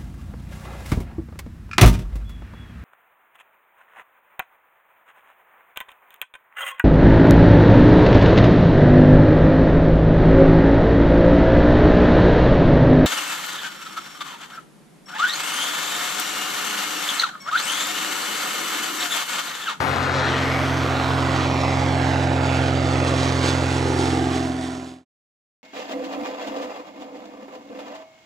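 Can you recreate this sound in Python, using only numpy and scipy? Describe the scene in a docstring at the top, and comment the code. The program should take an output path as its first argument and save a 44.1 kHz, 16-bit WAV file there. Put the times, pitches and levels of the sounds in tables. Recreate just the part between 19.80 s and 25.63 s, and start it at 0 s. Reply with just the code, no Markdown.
"""A light propeller aircraft climbs past an airfield, heard from the ground. It opens on a roar of exhaust gas,
with brief whistles and a breeze in the grass that soon dies down. Blade and firing tones swell, an uneven burr
comes clear, and a rasp pulses with each firing. Moving air lifts the treble in short swells; the ground echo
lags more and more, a slow downward sweep. As the aircraft turns, three strong puffs a cycle give way to one
throb and the tones sink; then the sound fades to silence."""
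import sys
import numpy as np
from scipy import signal
from scipy.fft import rfft, irfft, next_fast_len
from scipy.io import wavfile
from scipy.ndimage import map_coordinates

SR = 44100
rng = np.random.default_rng(int(sys.argv[2]) if len(sys.argv) > 2 else 0)


def generate_wav(signal):
    """Clip the signal to [-1, 1] and save it as 16-bit WAV at the path in sys.argv[1]."""
    frames = np.transpose(np.atleast_2d(signal))
    scaled = np.clip(frames, -1, 1) * 32767
    pcm = np.round(scaled).astype(np.int16)
    wavfile.write(sys.argv[1], SR, pcm)


N = 257103

# Tone colours of the noise layers. Each row: frequency in Hz, relative level in dB.
RUMBLE_COLOUR = [(15, -3.5), (25, -1.5), (50, 1.5), (90, -2), (200, -29.5), (600, -120)]
GRASS_COLOUR = [(2000, -27.5), (6000, 4.5), (9000, 2.5), (13000, 2), (15000, -8)]
HISS_COLOUR = [(1500, -29), (2600, -1.5), (3400, 2.7), (4100, 0), (5000, -3), (6500, -6), (8200, -11),
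               (10000, -23), (13000, -33), (15500, -51)]
RASP_COLOUR = [(200, -120), (400, -39.5), (800, 0.5), (1050, -1), (1250, 1.5), (1550, -1), (1950, -1),
               (2500, -4.5), (3300, -17), (5000, -29), (9000, -120)]
BARK_COLOUR = [(150, -120), (300, -33.5), (700, 0.5), (1000, 2), (1400, 3.5), (2000, -19), (3000, -7.5),
               (6000, -40.5), (9000, -120)]
ROAR_COLOUR = [(25, -25), (55, -9.5), (75, -6.5), (200, -1.5), (300, 0.5), (500, 1), (800, -1.5),
               (1000, -5.5), (1500, -31.5), (3000, -73.5), (6000, -120)]
# Level rides for grass, exhaust and hum. Each row: time in seconds, level in dB.
GRASS_RIDE = [(0, -45.5), (.4, -61), (.7, -51), (1.3, -55.5), (1.8, -61.5), (4.2, -70)]
EXHAUST_RIDE = [(0, -28.5), (1.9, -26), (3.1, -26), (3.97, -27), (4.1, -25.5), (4.5, -25), (5.2, -26)]
HUM_RIDE = [(0, -9.5), (.5, -6), (.75, -4.5), (1.05, -2.5), (1.2, -4.5), (1.35, -2), (1.6, -2.5),
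            (2.3, -0.3), (3.3, -1)]
# Stereo width of the noise. Each row: frequency in Hz, left-right correlation.
STEREO_LIKENESS = [(30, .4), (80, .24), (300, .98), (800, 0.81), (1600, .68), (2600, .72), (5000, 0.98),
                   (8000, 1), (11000, 1)]
# How the microphone pair hears a source on the right, at a bearing of 1.
# Each row: frequency in Hz, left minus right in dB, left phase lead in radians.
MIC_PAIR = [(200, -4, -0.0089), (450, 1.5, -0.3), (650, -2, -0.54), (1210, -6, -0.73), (1480, -8.5, -0.26),
            (1730, -7.5, 0.66), (2480, -4.5, -0.68), (4500, -2.5, 0.72), (6660, 0, -0.043), (12000, -2, 0)]
# Brief whistles in the roar.
# Each row: peak time and half width in seconds, pitch in Hz, glide in octaves a second, level in dB.
WHISTLE_NOTES = [(.35, .05, 1510, 0, -37), (.395, .032, 520, -1.8, -30), (.55, .025, 460, -1.5, -34),
                 (.76, .03, 2240, 0, -37), (.77, .025, 780, 0, -37), (.82, .04, 610, 2.2, -32),
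                 (1.88, .03, 2040, .2, -36.5)]
# Treble swells on moving air. Each row: peak time and half width in seconds, hiss lift in dB.
AIR_SWELLS = [(.42, 0.098, 4.5), (.7, 0.13, 3), (1.2, 0.18, 2), (1.6, 0.066, 5), (1.92, 0.11, 3.5),
              (2.26, 0.11, 3.5), (2.76, 0.1, 4.5), (3.4, 0.21, 6), (3.68, 0.04, 10.5), (3.94, 0.09, 5),
              (4.24, 0.084, 6), (4.58, 0.062, 6), (4.84, 0.026, 6.5), (4.94, 0.02, 2.5), (5.08, 0.11, 5)]
# Bands that bloom or thin out for a moment.
# Each row: peak time and half width in seconds, centre and half width in Hz, lift in dB.
BAND_BLOOMS = [(.38, .1, 3950, 350, 3.5), (.55, .05, 3050, 150, 6.5), (.72, .08, 2070, 300, 2.5),
               (1.22, .09, 4050, 320, 5.5), (1.3, .18, 1100, 270, 3.5), (1.78, .1, 1480, 150, -6.5),
               (1.85, .15, 5400, 500, 2.5), (2.05, .35, 714, 190, 1.5), (2.74, .08, 2750, 400, 3),
               (4.12, .07, 369, 60, 1.5), (4.4, .04, 2500, 400, -3), (4.7, .35, 553, 55, -4.5),
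               (3.3, .35, 1200, 120, 2), (4.6, .4, 1750, 200, 2)]
# The ground echo of the climbing aircraft.
# Each row: time in seconds, lag in ms, strength from 0 to 1, lag in wave cycles at which it blurs.
GROUND_ECHO = [(0, .4, .08, 6), (1.15, .43, .08, 6), (1.55, .54, .13, 8), (1.9, .69, .31, 8),
               (2.4, .92, .26, 8), (2.75, 1.02, .17, 6), (3.1, 1.28, .28, 6), (3.4, 1.42, .24, 6),
               (3.85, 1.71, .2, 5), (4.15, 1.95, .48, 3), (4.4, 2.17, .7, 2.6), (4.6, 2.43, .8, 2.6),
               (5.2, 2.6, .7, 2.6)]
# Engine speed, Doppler shift included. Each row: time in seconds, four-stroke cycles a second.
CYCLE_RATE = [(0, 22.2), (.8, 22.15), (1.5, 21.97), (2, 21.99), (2.8, 21.93), (3.6, 21.83), (4.3, 21.71),
              (4.9, 21.46), (5.3, 21.36)]
# Tones of the unequal cylinders. Each row: multiple of the cycle rate, relative level in dB.
BURR_ORDERS = [(3, -8), (5, -5), (7, -6), (9, 4), (10, -7), (11, 0), (13, 7), (14, 9), (15, 12), (16, 8),
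               (17, 2), (18, 7.5), (19, 2), (20, -1), (21, 0), (22, 2), (23, 4), (24, 7), (25, -1), (26, 3),
               (27, 1), (28, 1), (29, 2), (30, 3), (31, 3), (32, 3.5), (33, -1), (35, 2), (36, 0), (37, -1),
               (38, 0), (39, 3)]
# The six exhaust puffs. Each row: place in the cycle from 0 to 1,
# early and late weight in dB (these set the phases of the engine tones), size of the gas burst in dB.
PUFFS = [(.04, -7, -9, -2), (.19, -1, 2, -4.5), (.367, -10, -10, -4), (.52, -3, -4, .5),
         (.69, -9, -10, -3.5), (.865, 1, -6, -1.5)]


def amp(db):
    """Decibels to gain."""
    return 10 ** (np.asarray(db) / 20)


def unit(x):
    """Scale to an rms of 1."""
    return x / np.sqrt(np.mean(x ** 2) + 1e-20)


def seconds():
    """The time of each sample."""
    return np.arange(N) / SR


def bell(offset, width):
    """A Gaussian swell that peaks at 1."""
    return np.exp(-.5 * (offset / width) ** 2)


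def settle(start, end, time_s):
    """An exponential glide from start to end."""
    return end + (start - end) * np.exp(-seconds() / time_s)


def along(points, hz):
    """Read (Hz, value) points on a log frequency axis."""
    knots_hz, values = np.transpose(points)
    return np.interp(np.log(hz + 1), np.log(knots_hz + 1), values)


def curves(rows):
    """One automation curve for each column after the time."""
    times, *columns = np.transpose(rows)
    return [np.interp(seconds(), times, column) for column in columns]


def wobble(rate):
    """A smooth random curve, rate knots a second."""
    knots = np.arange(0, N + 64, 64) * rate / SR
    coarse = map_coordinates(rng.standard_normal(2048), [knots], mode="wrap")
    return (coarse[:-1, None] + np.diff(coarse)[:, None] * np.arange(64) / 64).ravel()[:N]


def filtered(x, response):
    """Equalise x with a gain that is a function of frequency."""
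    size = next_fast_len(N + SR // 4)
    return irfft(rfft(x, size) * response(np.fft.rfftfreq(size, 1 / SR)), size)[..., :N]


def spread(pair, colour):
    """Colour two unrelated signals and mix them to stereo; the mid has an rms of 1."""
    def mid_side(hz):
        angle = np.arccos(np.clip(along(STEREO_LIKENESS, hz), -1, 1)) / 2
        return amp(along(colour, hz)) * [np.cos(angle), np.sin(angle)]
    mid, side = filtered(pair, mid_side)
    return np.array([mid + side, mid - side]) / np.std(mid)


def breeze():
    """A light wind, dying down, rumbles on each microphone and hisses in the grass."""
    rumble = unit(filtered(rng.standard_normal((2, N)), lambda hz: amp(along(RUMBLE_COLOUR, hz))))
    rumble_db = -54.5 - 4.5 * seconds() + 1.5 * wobble(5.9)
    grass = spread(rng.standard_normal((2, N)), GRASS_COLOUR)
    return amp(rumble_db) * rumble + amp(curves(GRASS_RIDE)[0]) * grass


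def whistles():
    """Short, slightly unsteady tones that swell and glide inside the roar."""
    out = np.zeros(N)
    for peak_s, width, hz, glide, db in WHISTLE_NOTES:
        since = np.clip(seconds() - peak_s, -5 * width, 5 * width)
        phase = 2 * np.pi * np.cumsum(hz * 2 ** (glide * since)) / SR + .5 * wobble(60)
        out += np.sqrt(2) * amp(db) * bell(since, width) * np.sin(phase)
    return out


def air_swells():
    """The lift in dB that moving air gives the treble."""
    t = seconds()[::64]
    return np.interp(seconds(), t, sum(db * bell(t - s, width) for s, width, db in AIR_SWELLS))


def eddies(hz, t, depth_db, rate, per_octave):
    """Moving air lifts and sinks patches of the spectrum above the hum."""
    octave = np.log2(1 + hz / 400)
    grid = np.broadcast_arrays(per_octave * octave, rate * t)
    patches = map_coordinates(rng.standard_normal((64, 128)), grid, mode="wrap")
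    return amp(depth_db * np.minimum(octave, 1) * patches)


def whoosh(hz, t, start_hz=1060, climb_hz_per_s=1550, lift_db=3.5, until_s=.88):
    """A narrow boost sweeps up through the opening rasp; other bands bloom or thin out briefly."""
    sweep_db = lift_db * bell(hz - start_hz - climb_hz_per_s * t, 150) / (1 + (t / until_s) ** 20)
    bloom_db = sum(db * bell(hz - centre, span) * bell(t - s, width)
                   for s, width, centre, span, db in BAND_BLOOMS)
    return amp(sweep_db + bloom_db)


def ground_echo(hz, lag_ms, strength, blur_cycles, flip_hz=534):
    """Direct sound plus its bounce off the grass: bass upright, treble inverted, blurred when late."""
    late_cycles = hz * lag_ms / 1000
    mirror = strength / (1 + (late_cycles / blur_cycles) ** 4)
    bounce = mirror * (flip_hz - 1j * hz) / (flip_hz + 1j * hz)
    return (1 + bounce * np.exp(-2j * np.pi * late_cycles)) / np.sqrt(1 + np.abs(bounce) ** 2)


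def microphones(hz, bearing):
    """The pair turns bearing (negative left, positive right) into level and phase differences."""
    table = np.array(MIC_PAIR)
    level_db, lead = along(table[:, :2], hz), along(table[:, ::2], hz)
    half = bearing * (np.log(amp(level_db)) + 1j * lead) / 2
    return np.exp([half, -half]) / np.abs(np.cosh(half))


def travel(x, bright_hz=4700):
    """The path to the listener: beaming, moving air, the ground and the microphone pair."""
    hz, t, spectrum = signal.stft(x, SR, nperseg=1024, noverlap=768)
    hz = hz[:, None]
    path = settle(-2.3, 1.47, time_s=.78), *curves(GROUND_ECHO)
    bearing, lag_ms, strength, blur = [np.interp(t, seconds(), curve) for curve in path]
    shelf_db = -3.5 + .41 * t ** 2  # the top opens ever faster as the aircraft turns
    beam = amp(shelf_db * np.clip(np.log2((hz + 1) / bright_hz), 0, 1))
    air = eddies(hz, t, depth_db=1.1, rate=6, per_octave=7.14) * whoosh(hz, t)
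    heard = spectrum * beam * air * ground_echo(hz, lag_ms, strength, blur) * microphones(hz, bearing)
    return signal.istft(heard, SR, nperseg=1024, noverlap=768)[1][:, :N]


def gas_flow(cycle, width, floor):
    """One short surge of gas per cylinder on a steady floor; width is a share of the cycle."""
    turn = np.linspace(0, 1, 512)
    surges = sum(amp(db) * bell((turn - place + .5) % 1 - .5, width) for place, _, _, db in PUFFS)
    return floor + np.interp(cycle % 1, turn, surges)


def bark(cycle, scatter_s, scatter_db, ring_s=.03):
    """The sharp front of each puff, a little different every time and smeared by the pipe."""
    fronts = np.zeros((2, N))
    turns = np.arange(int(cycle[-1]))
    for place, _, _, db in PUFFS:
        chance = rng.standard_normal((160, 3))[:len(turns)]
        at = np.interp(turns + place, cycle, np.arange(N)) + scatter_s * SR * chance[:, 0]
        fronts[:, np.clip(at.astype(int), 0, N - 1)] += amp(db - scatter_db * chance[:, 1:].T)
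    t = np.arange(SR // 50) / SR
    pipe = rng.standard_normal((2, len(t))) * amp(-60 * t / ring_s)
    return spread(signal.fftconvolve(fronts, pipe, axes=1)[:, :N], BARK_COLOUR)


def chopping(cycle):
    """The pulse of the rasp: firings chop the gas and each blade passage fans it."""
    blade_wash = 1 + .065 * np.cos(8 * np.pi * (cycle - .04))
    return gas_flow(cycle, width=.021, floor=2) * blade_wash * amp(.26 * wobble(140))


def rasp(cycle, chop):
    """Turbulent gas and blade wash, chopped by the firings, swelling and fluttering in the air."""
    t, swell_db, flutter = seconds(), air_swells(), wobble(25)
    body_db = -29 - 1.5 * t + .45 * swell_db + .08 * flutter
    hiss_db = -38 - .36 * t + swell_db + .98 * flutter
    gas = spread(chop * rng.standard_normal((2, N)), RASP_COLOUR)
    body = gas + amp(-4) * bark(cycle, scatter_s=.00008, scatter_db=1)
    grain = amp(.9 * wobble(330))  # roughens the hiss
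    hiss = spread(chop * grain * rng.standard_normal((2, N)), HISS_COLOUR)
    return amp(body_db) * body + amp(hiss_db) * hiss


def puff_phase(order, smear=.0033, throb_s=3.2, morph_s=.8):
    """The phase six puffs give an order: each is a pressure dip then a push, smeared by the pipe."""
    place, early_db, late_db, _ = np.transpose(PUFFS)
    t = np.linspace(0, N / SR, 64)
    throb = .5 + .5 * np.tanh((t[:, None] - throb_s) / morph_s)  # three strong puffs morph into one
    puffs = amp(early_db + throb * (late_db - early_db)) @ np.exp(-2j * np.pi * order * place)
    return np.interp(seconds(), t, np.unwrap(np.angle(-1j * puffs))) - smear * order ** 2


def engine_tone(cycle, order, offset, waver_db, drift):
    """A wavering tone at a multiple of the cycle rate; offset and drift are in radians."""
    phase = 2 * np.pi * order * cycle + offset + drift * wobble(6)
    return np.sqrt(2) * (1 + (amp(waver_db) - 1) * wobble(7)) * np.cos(phase)


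def exhaust(cycle):
    """The burr of unequal cylinders comes clear of a gas roar that surges just after each puff."""
    burr = unit(sum(amp(db) * engine_tone(cycle, k, puff_phase(k), waver_db=.7, drift=.0003 * k ** 2)
                    for k, db in BURR_ORDERS))
    flow = gas_flow(cycle - .01, width=.041, floor=2.6)
    roar = spread(flow * rng.standard_normal((2, N)), ROAR_COLOUR)
    burr_gain = amp(settle(-18.5, 2.5, time_s=.85))
    level_db = curves(EXHAUST_RIDE)[0] + .08 * air_swells()
    return amp(level_db) * (burr_gain * burr + roar) / np.hypot(1, burr_gain)


def singing(cycle, order=35, level_db=-42, entry_s=4.25, rise_s=.12):
    """One high engine order sings out near the end."""
    entry = .5 + .5 * np.tanh((seconds() - entry_s) / rise_s)
    return amp(level_db) * entry * engine_tone(cycle, order, puff_phase(order), waver_db=1.5, drift=.15)


def hum(cycle, fall_s=3.36, octaves_s=4.02, blade_place=.155):
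    """Four blade passages and six firings a cycle: two tones and their octaves on one arch of level."""
    t = seconds()
    arch_db = curves(HUM_RIDE)[0] - 3 * np.maximum(t - fall_s, 0) ** 2
    turn_db = .32 * (t - fall_s)  # the blades gain on the firings as the aircraft turns
    octave_db = 15 * np.maximum(t - octaves_s, 0)  # both octaves push forward near the end
    flutter_db = settle(3.5, .4, time_s=.55)
    beat_db = settle(4, 0, time_s=.8) * np.cos(2 * np.pi * 9.8 * t)
    blade, blade_octave = [  # each passing blade is a dip in pressure
        -engine_tone(cycle, k, -2 * np.pi * k * blade_place, waver_db=.3, drift=.05) for k in (4, 8)]
    firing, firing_octave = [
        engine_tone(cycle, k, puff_phase(k), waver_db=.4, drift=.06) * amp(flutter_db * wobble(19))
        for k in (6, 12)]
    propeller = amp(-25.5 + turn_db + beat_db) * (blade + amp(-14.5 + octave_db) * blade_octave)
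    low = propeller + amp(-25.5 - .63 * turn_db) * firing
    high = amp(-27 + octave_db) * firing_octave
    low_pan, high_pan = amp([[-1.9], [1.6]]), amp([[-.3], [.3]])
    return amp(arch_db) * (low * low_pan + high * high_pan)


def scene():
    """One shaft drives the tones, exhaust and rasp; whistles and breeze sit behind them."""
    cycle = np.cumsum(curves(CYCLE_RATE)[0]) / SR
    gas_cycle = cycle - .045  # the rasp trails each puff
    chop = chopping(gas_cycle)
    tones = hum(cycle) + singing(cycle)
    return tones + travel(exhaust(cycle) + rasp(gas_cycle, chop)) + whistles() + breeze()


def record(dry, top_hz=15500):
    """Open at once, fade to silence and cut the very top."""
    fade = np.interp(seconds(), [0, .004, 4.4, 5.25], [0, 1, 1, 0]) ** 1.2
    return filtered(dry * fade, lambda hz: hz < top_hz)


dry = scene()
out = record(dry)
generate_wav(out)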